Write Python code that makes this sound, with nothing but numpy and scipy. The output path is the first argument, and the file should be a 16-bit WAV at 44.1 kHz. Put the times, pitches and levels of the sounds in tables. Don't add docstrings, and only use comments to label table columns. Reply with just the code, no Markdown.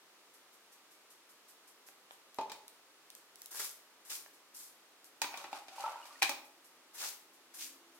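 import sys
import numpy as np
from scipy import signal
from scipy.fft import rfft, irfft, next_fast_len
from scipy.io import wavfile

SR = 44100
rng = np.random.default_rng(int(sys.argv[2]) if len(sys.argv) > 2 else 0)


def unload_wav(signal):
    wavfile.write(
        sys.argv[1],
        SR,
        np.round(np.clip(np.atleast_2d(signal).T, -1, 1) * 32767).astype(np.int16),
    )


N = 352664

# start in seconds, clank level in dB, contact brightness in Hz,
# level of the can's hollow in dB, its pitch in Hz, thud level of the bucket in dB.
BLOWS = [(2.386, -45.5, 3800, -41.5, 863, -38), (2.411, -52.5, 5500, -51, 890, -51),
         (2.4975, -48.5, 4800, -64, 900, -54), (2.5179, -46, 8950, -67, 845, -55),
         (5.2175, -31.5, 9900, -38, 894, -51), (5.243, -40, 3200, -49, 980, -50),
         (5.341, -44.5, 2400, -48, 770, -68), (5.3737, -46, 10000, -54, 975, -58),
         (5.442, -48, 3000, -51.5, 850, -52), (5.5293, -46.5, 4500, -39, 829, -53.5),
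         (5.683, -51, 4600, -56, 735, -63), (6.055, -55, 7440, -68, 920, -72),
         (6.2176, -44, 3500, -57, 810, -63), (6.2217, -27, 4970, -34.5, 817, -45.5),
         (6.228, -25, 5470, -45, 830, -48), (6.2935, -34.5, 9500, -42.5, 883, -43)]
# frequency in Hz, mean level in dB.
WALL_MODES = [(1323, -7), (1548, -1.5), (1833, 0.5), (2011, -3.5), (2365, 9), (2465, 8), (2542, 2),
              (2733, -19), (3450, -8), (3850, 6), (4100, -1), (4590, 4.5), (5325, 7.5), (6250, 10.5)]
# frequency in Hz, level in dB.
CRASH_SPECTRUM = [(300, -62), (600, -11), (1000, 15.5), (1400, 7), (2400, 11), (4000, 15), (6500, 12),
                  (10000, 8), (14000, -13), (17000, -69)]
# frequency in Hz, level in dB.
THUD_SPECTRUM = [(25, -25), (100, -25), (180, -30), (305, 2), (440, -7), (650, -1), (1100, -2), (2000, -39),
                 (5000, -50)]
RING_DB, RING_PER_DB, HARD_BLOW_DB = 1.5, 0.27, -28
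BODY_HZ, BODY_T60_S, BODY_DB = 306.6, 0.19, -30
SNAP_DB, SNAP_DB_PER_OCT, SNAP_REF_HZ = -8.5, 4.5, 5050


def clanks(crash_t60=0.12, ring_t60=0.041, hollow_t60=0.025, thud_t60=0.047, snap_t60=0.025, port_turn=0.74):
    out = np.zeros((2, N))
    t = np.arange(SR // 4) / SR
    hz, mode_db = np.repeat(WALL_MODES, 2, axis=0).T[:, :, None]
    decay = fade(t, ring_t60 * np.sqrt(2000 / hz))
    turn = port_turn * np.minimum(hz / 2500, 1.3)
    swell = 1 - fade(t, .007)
    for s, wall_db, bright_hz, hollow_db, hollow_hz, thud_db in BLOWS:
        strike, detune, phase, port = rng.standard_normal((4, len(hz), 1))
        angle = 2 * np.pi * (hz * (1 + .008 * detune) * t + phase)
        envelopes = amp(mode_db + 2 * strike) * decay
        ring = np.array([(envelopes * np.sin(angle + side * turn * port)).sum(0) for side in (1, -1)])
        ring_db = RING_DB + RING_PER_DB * (wall_db - HARD_BLOW_DB)
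        crash = colour(noise(len(t)), CRASH_SPECTRUM) * fade(t, crash_t60)
        wall = soften(burst(ring, ring_db) + burst(crash, 0), bright_hz)

        hollow = np.sin(2 * np.pi * hollow_hz * t) * fade(t, hollow_t60) * swell
        body = np.sin(2 * np.pi * BODY_HZ * t) * fade(t, BODY_T60_S) * swell
        thud = colour(noise(len(t)), THUD_SPECTRUM) * fade(t, thud_t60) * swell

        snap_db = SNAP_DB + SNAP_DB_PER_OCT * np.log2(bright_hz / SNAP_REF_HZ)
        snap = soften(noise(len(t)) * fade(t, snap_t60), 2.3 * bright_hz, low_hz=1470)

        clank = burst(wall, wall_db) + burst(snap, wall_db + snap_db) + burst(body, wall_db + BODY_DB)
        add(out, s, clank + burst(hollow, hollow_db) + burst(thud, thud_db))
    return out


# start in seconds, level in dB, pitch in Hz, t60 in seconds.
GULPS_AND_DRIPS = [(2.388, -47, 683, .12), (2.390, -33.5, 893.6, .09), (2.405, -33.5, 870, .115),
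                   (5.72, -53.5, 772, .15), (5.782, -43, 883, 0.025), (5.798, -42.5, 800, 0.1),
                   (5.838, -46.5, 605, .045), (5.838, -36.5, 890, .05), (5.840, -39, 1310, 0.12),
                   (5.861, -38, 924, .05), (5.877, -39, 876, 0.043), (5.957, -46, 934, .04),
                   (6.001, -49, 950, .044), (6.028, -58, 2880, .03), (6.107, -56, 1170, .053),
                   (6.155, -58, 1880, .04)]
# time in seconds, churn level in dB, spray level in dB.
STIRRING = [(5.31, -56, -57.5), (5.42, -55.5, -55), (5.50, -62, -65.5), (5.565, -49.5, -52),
            (5.655, -77, -71), (5.805, -52.5, -49.5), (5.87, -47.5, -56), (5.99, -59, -63),
            (6.21, -65.5, -61.5)]
# frequency in Hz, level in dB.
CHURN_SPECTRUM = [(150, -40), (400, -23.5), (570, -4.5), (950, -4), (1350, -1), (1700, -11), (3000, -13),
                  (8000, -37)]
# frequency in Hz, level in dB.
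SPRAY_SPECTRUM = [(800, -40), (2400, 6.5), (3500, 1.5), (4600, 5.5), (6000, 2), (12000, -3.5), (16000, -15)]
BUBBLES_PER_S, BUBBLE_DB = 40, -1
BUBBLE_HZ, BUBBLE_SPREAD_OCT, BUBBLE_T60_S = 1002, .7, 0.085


def scoop():
    out = np.zeros((2, N))
    churn_db, spray_db = gains(STIRRING)
    for s, db, hz, t60 in GULPS_AND_DRIPS:
        add(out, s, burst(bubble(hz, t60), db))
    lumps = drops(per_s=900, spread_db=3)
    trickle = drops(per_s=2000, spread_db=5) * amp(2.5 * wander(per_s=120))
    start, end = STIRRING[0][0], STIRRING[-1][0]
    for when, size, pitch in rng.random((int(BUBBLES_PER_S * (end - start)), 3)):
        s = start + when * (end - start)
        hz = BUBBLE_HZ * 2 ** (BUBBLE_SPREAD_OCT * (2 * pitch - 1))
        add(out, s, size * burst(bubble(hz, BUBBLE_T60_S), churn_db[int(s * SR)] + BUBBLE_DB))
    churn = amp(churn_db) * colour(lumps, CHURN_SPECTRUM)
    spray = amp(spray_db) * colour(trickle, SPRAY_SPECTRUM)
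    return out + churn + spray


def bubble(hz, t60, glide=0.059, swell_s=0.0017):
    t = np.arange(SR // 5) / SR
    tone = np.sin(2 * np.pi * hz * t * (1 + glide * t))
    return tone * fade(t, t60) * (1 - np.exp(-t / swell_s))


# first drops in seconds, their level below the bulk in dB, bulk in seconds,
# its rise in seconds, its hold in seconds, sag between clumps in dB, then levels of fine hiss, patter, slap in dB.
WATER_SHEETS = [(3.505, 6.5, 3.594, 0.025, 0.041, 4.5, -42.5, -43, -41.5),
                (4.048, 14, 4.105, 0.0088, 0.03, 1, -46, -43.5, -50.5),
                (4.538, 2, 4.608, 0.038, 0.018, 0.5, -52, -64, -67),
                (6.931, 7.5, 7.046, 0.061, 0.028, 0, -47.5, -42.5, -48),
                (7.536, 4.5, 7.61, 0.023, 0.026, 0.5, -50, -44.5, -59)]
# extra weakness of the first drops in dB,
# share of the hold, t60 of the fall in seconds, share of the sag.
DROP_CLASSES = [(-2.4, 1.64, .31, 0.86), (9.5, 0.93, .25, 0.55), (0.5, 0.23, 0.31, 2.8)]
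# frequency in Hz, level in dB.
HISS_SPECTRUM = [(200, -40), (1200, -21), (2500, -16.5), (5000, -.5), (7000, 0.5), (10000, 2), (14000, 0),
                 (16500, -27)]
# frequency in Hz, level in dB.
PATTER_SPECTRUM = [(1000, -32), (2300, -2.5), (3500, -1.5), (5500, 1), (7000, 0), (11000, -10)]
# frequency in Hz, level in dB.
SLAP_SPECTRUM = [(40, -42), (150, -28), (320, -3.5), (650, -0.5), (950, 2.5), (1800, 4.5), (2600, -4.5),
                 (5000, -6)]


def splashes(left_db=0.7):
    hiss = drops(per_s=5500, spread_db=6)
    patter = drops(per_s=2500, spread_db=5)
    slap = drops(per_s=1400, spread_db=4)
    showers = (hiss, HISS_SPECTRUM), (patter, PATTER_SPECTRUM), (slap, SLAP_SPECTRUM)
    water = 0
    for k, (shower, spectrum) in enumerate(showers):
        weak_db, hold_share, fall_t60, sag_share = DROP_CLASSES[k]
        flow = 0
        for first_s, below_db, bulk_s, rise_s, hold_s, sag_db, *levels_db in WATER_SHEETS:
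            sheet = landing(first_s, below_db + weak_db, bulk_s, rise_s,
                            sag_share * sag_db, hold_share * hold_s, fall_t60)
            flow = flow + amp(levels_db[k]) * sheet
        flicker = amp(1.4 * wander(per_s=110))
        water = water + flow * flicker * colour(shower, spectrum)
    return water * amp([[left_db], [-left_db]])


CLUMP_S = .049
FIRST_DROPS_ATTACK = 0.39


def landing(first_s, below_db, bulk_s, rise_s, sag_db, hold_s, fall_t60):
    t = np.arange(N) / SR
    attack = np.clip((t - first_s) / (FIRST_DROPS_ATTACK * rise_s), 0, 1)
    bulk = np.exp(-(np.minimum(t - bulk_s, 0) / rise_s) ** 2)
    clumps = amp(-sag_db * ((t - bulk_s) / CLUMP_S % 1))
    fall = fade(np.maximum(t - bulk_s - hold_s, 0), fall_t60)
    return attack * np.maximum(amp(-below_db), bulk) * clumps * fall


# start in seconds, level in dB.
GRIT_TICKS = [(2.345, -58.5), (2.6804, -52.5), (3.1025, -53.5), (3.151, -52.5), (3.3573, -56),
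              (3.4185, -49.5), (3.4593, -49), (5.044, -59.5)]
GRIT_LOW_HZ, GRIT_HIGH_HZ = 3520, 13500
# start in seconds, level in dB.
SANDAL_TAPS = [(1.887, -57.5), (2.109, -52.5), (4.262, -57.5)]
STEP_LOW_HZ, STEP_HIGH_HZ = 524, 2960
# start in seconds, level in dB.
CLOTH_BRUSHES = [(2.109, -62), (2.35, -66), (3.16, -64), (3.379, -63), (3.431, -62), (4.33, -64.5),
                 (5.04, -60.5), (6.055, -61), (6.44, -64), (6.64, -62), (7.328, -65.5), (7.94, -66)]


def footwork(tick_t60=0.0091, step_t60=0.0083, brush_s=0.014):
    out = np.zeros((2, N))
    t = np.arange(SR // 5) / SR
    for s, db in GRIT_TICKS:
        tick = soften(noise(len(t)) * fade(t, tick_t60), GRIT_HIGH_HZ, low_hz=GRIT_LOW_HZ)
        add(out, s, burst(tick, db))
    for s, db in SANDAL_TAPS:
        tap = soften(noise(len(t)) * fade(t, step_t60), STEP_HIGH_HZ, low_hz=STEP_LOW_HZ)
        add(out, s, burst(tap, db))
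    brush = t / brush_s * np.exp(1 - t / brush_s)
    for s, db in CLOTH_BRUSHES + swishes():
        add(out, s, amp(db) * colour(noise(len(t)), HISS_SPECTRUM) * brush)
    return out


SWISH_FIRST_S, SWISH_EVERY_S = .333, .191
SWISH_DB, SWISH_WEAK_DB, SWISH_GROWTH_DB_PER_S = -63.5, -2.5, 3.5


def swishes(count=9):
    k = np.arange(count)
    elapsed = k * SWISH_EVERY_S
    levels_db = SWISH_DB + SWISH_WEAK_DB * (k % 2) + SWISH_GROWTH_DB_PER_S * elapsed
    return list(zip(SWISH_FIRST_S + elapsed, levels_db))


# frequency in Hz, t60 in seconds.
REVERB_T60 = [(100, 0.37), (330, 0.63), (800, 0.54), (1500, 0.41), (2700, 0.41), (5500, 0.35),
              (11000, 0.32), (16000, 0.48)]


def room(first_s=0.0043, build_s=0.0011):
    t = np.arange(SR) / SR
    f, s, frames = signal.stft(noise(len(t)), SR, nperseg=256)
    frames = frames * fade(s, at_hz(REVERB_T60, f)[:, None])
    tail = signal.istft(frames, SR)[1][:, :len(t)]
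    tail = tail * (1 - np.exp(-np.maximum(t - first_s, 0) / build_s))
    return tail / np.sqrt(np.sum(tail ** 2) / 2)


# frequency in Hz, density in dB per Hz before scaling to AIR_DB.
MURMUR_SPECTRUM = [(15, -68), (25, -55), (102, -22), (317, -2.5), (416, -0.5), (451, -1.5), (591, -3),
                   (1260, -1), (1400, -3), (2220, -4.5), (4140, -6), (9070, -12), (10400, -13),
                   (14400, -16), (16000, -21.5)]
AIR_DB = -63.5
# time in seconds, level in dB.
HUM_LEVEL = [(0, -103), (6.4, -77), (7.2, -80.5), (7.7, -70), (8, -74)]
# frequency in Hz, relative level in dB.
HUM_PEAKS = [(269, 0.5), (334, 2.5)]


def outdoors(waver_db=-0.15, hum_width_hz=13):
    waver = wander(per_s=5)
    murmur = colour(noise(N), MURMUR_SPECTRUM) * amp(AIR_DB + waver_db * waver)
    f = np.arange(N // 2 + 1) * SR / N
    lines = sum(amp(db) / (1 + ((f - hz) / hum_width_hz) ** 2) for hz, db in HUM_PEAKS)
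    hum = irfft(rfft(rng.standard_normal(N)) * lines, N)
    return murmur + hum / hum.std() * amp(gains(HUM_LEVEL))


def drops(per_s, spread_db):
    sizes = amp(spread_db * np.minimum(rng.standard_normal((2, N)), 2))
    signs = rng.choice([-1, 1], (2, N))
    hits = rng.random((2, N)) < per_s / SR
    return diffuse(sizes * signs * hits)


def wander(per_s):
    steps = np.arange(N) / SR * per_s
    knots = int(steps[-1]) + 2
    return np.interp(steps, np.arange(knots), rng.standard_normal(knots))


# frequency in Hz, side minus mid in dB.
STEREO_WIDTH = [(40, -10), (150, -17), (500, -10), (1000, -10.5), (2000, -2.5), (4000, 3), (16000, -2.5)]


def diffuse(pair):
    size = next_fast_len(pair.shape[-1])
    ratio = amp(at_hz(STEREO_WIDTH, np.arange(size // 2 + 1) * SR / size))
    mid, side = rfft(pair, size) / np.sqrt(1 + ratio ** 2)
    return irfft(np.array([mid + ratio * side, mid - ratio * side]), size)[:, :pair.shape[-1]]


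def noise(size):
    return diffuse(rng.standard_normal((2, size)))


def colour(x, points):
    size = next_fast_len(x.shape[-1])
    gain = amp(at_hz(points, np.arange(size // 2 + 1) * SR / size))
    y = irfft(rfft(x, size) * gain, size)[..., :x.shape[-1]]
    return y / np.sqrt(np.mean(y ** 2))


def soften(x, hz, low_hz=450):
    band = [low_hz, min(hz, SR / 2 - 2000)]
    return signal.sosfilt(signal.butter(2, band, "bandpass", fs=SR, output="sos"), x)


def fade(t, t60):
    return np.exp(-np.log(1000) * t / t60)


def burst(x, db):
    return x * amp(db) / np.sqrt(np.mean(x ** 2) * x.shape[-1] / SR * 100)


def gains(rows):
    s, *columns = np.transpose(rows)
    t = np.arange(N) / SR
    return np.array([np.interp(t, s, c, left=-np.inf, right=-np.inf) for c in columns])


def at_hz(points, hz):
    f, v = np.transpose(points)
    return np.interp(np.log(np.maximum(hz, 1)), np.log(f), v)


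def amp(db):
    return 10 ** (np.asarray(db) / 20)


def add(out, s, x):
    i = int(s * SR)
    out[:, i:i + x.shape[-1]] += x[..., :N - i]


def scene():
    metal, water, thrown, steps = clanks(), scoop(), splashes(), footwork()
    send = amp(-4.0) * metal + amp(-6.5) * water + amp(-5.5) * thrown + amp(-4) * steps
    echoes = signal.fftconvolve(send, room(), axes=1)[:, :N]
    return metal + water + thrown + steps + echoes + outdoors()


TOP_HZ = 16000


def record(dry):
    return signal.sosfilt(signal.ellip(10, .1, 80, TOP_HZ, fs=SR, output="sos"), dry)


dry = scene()
out = record(dry)
unload_wav(out)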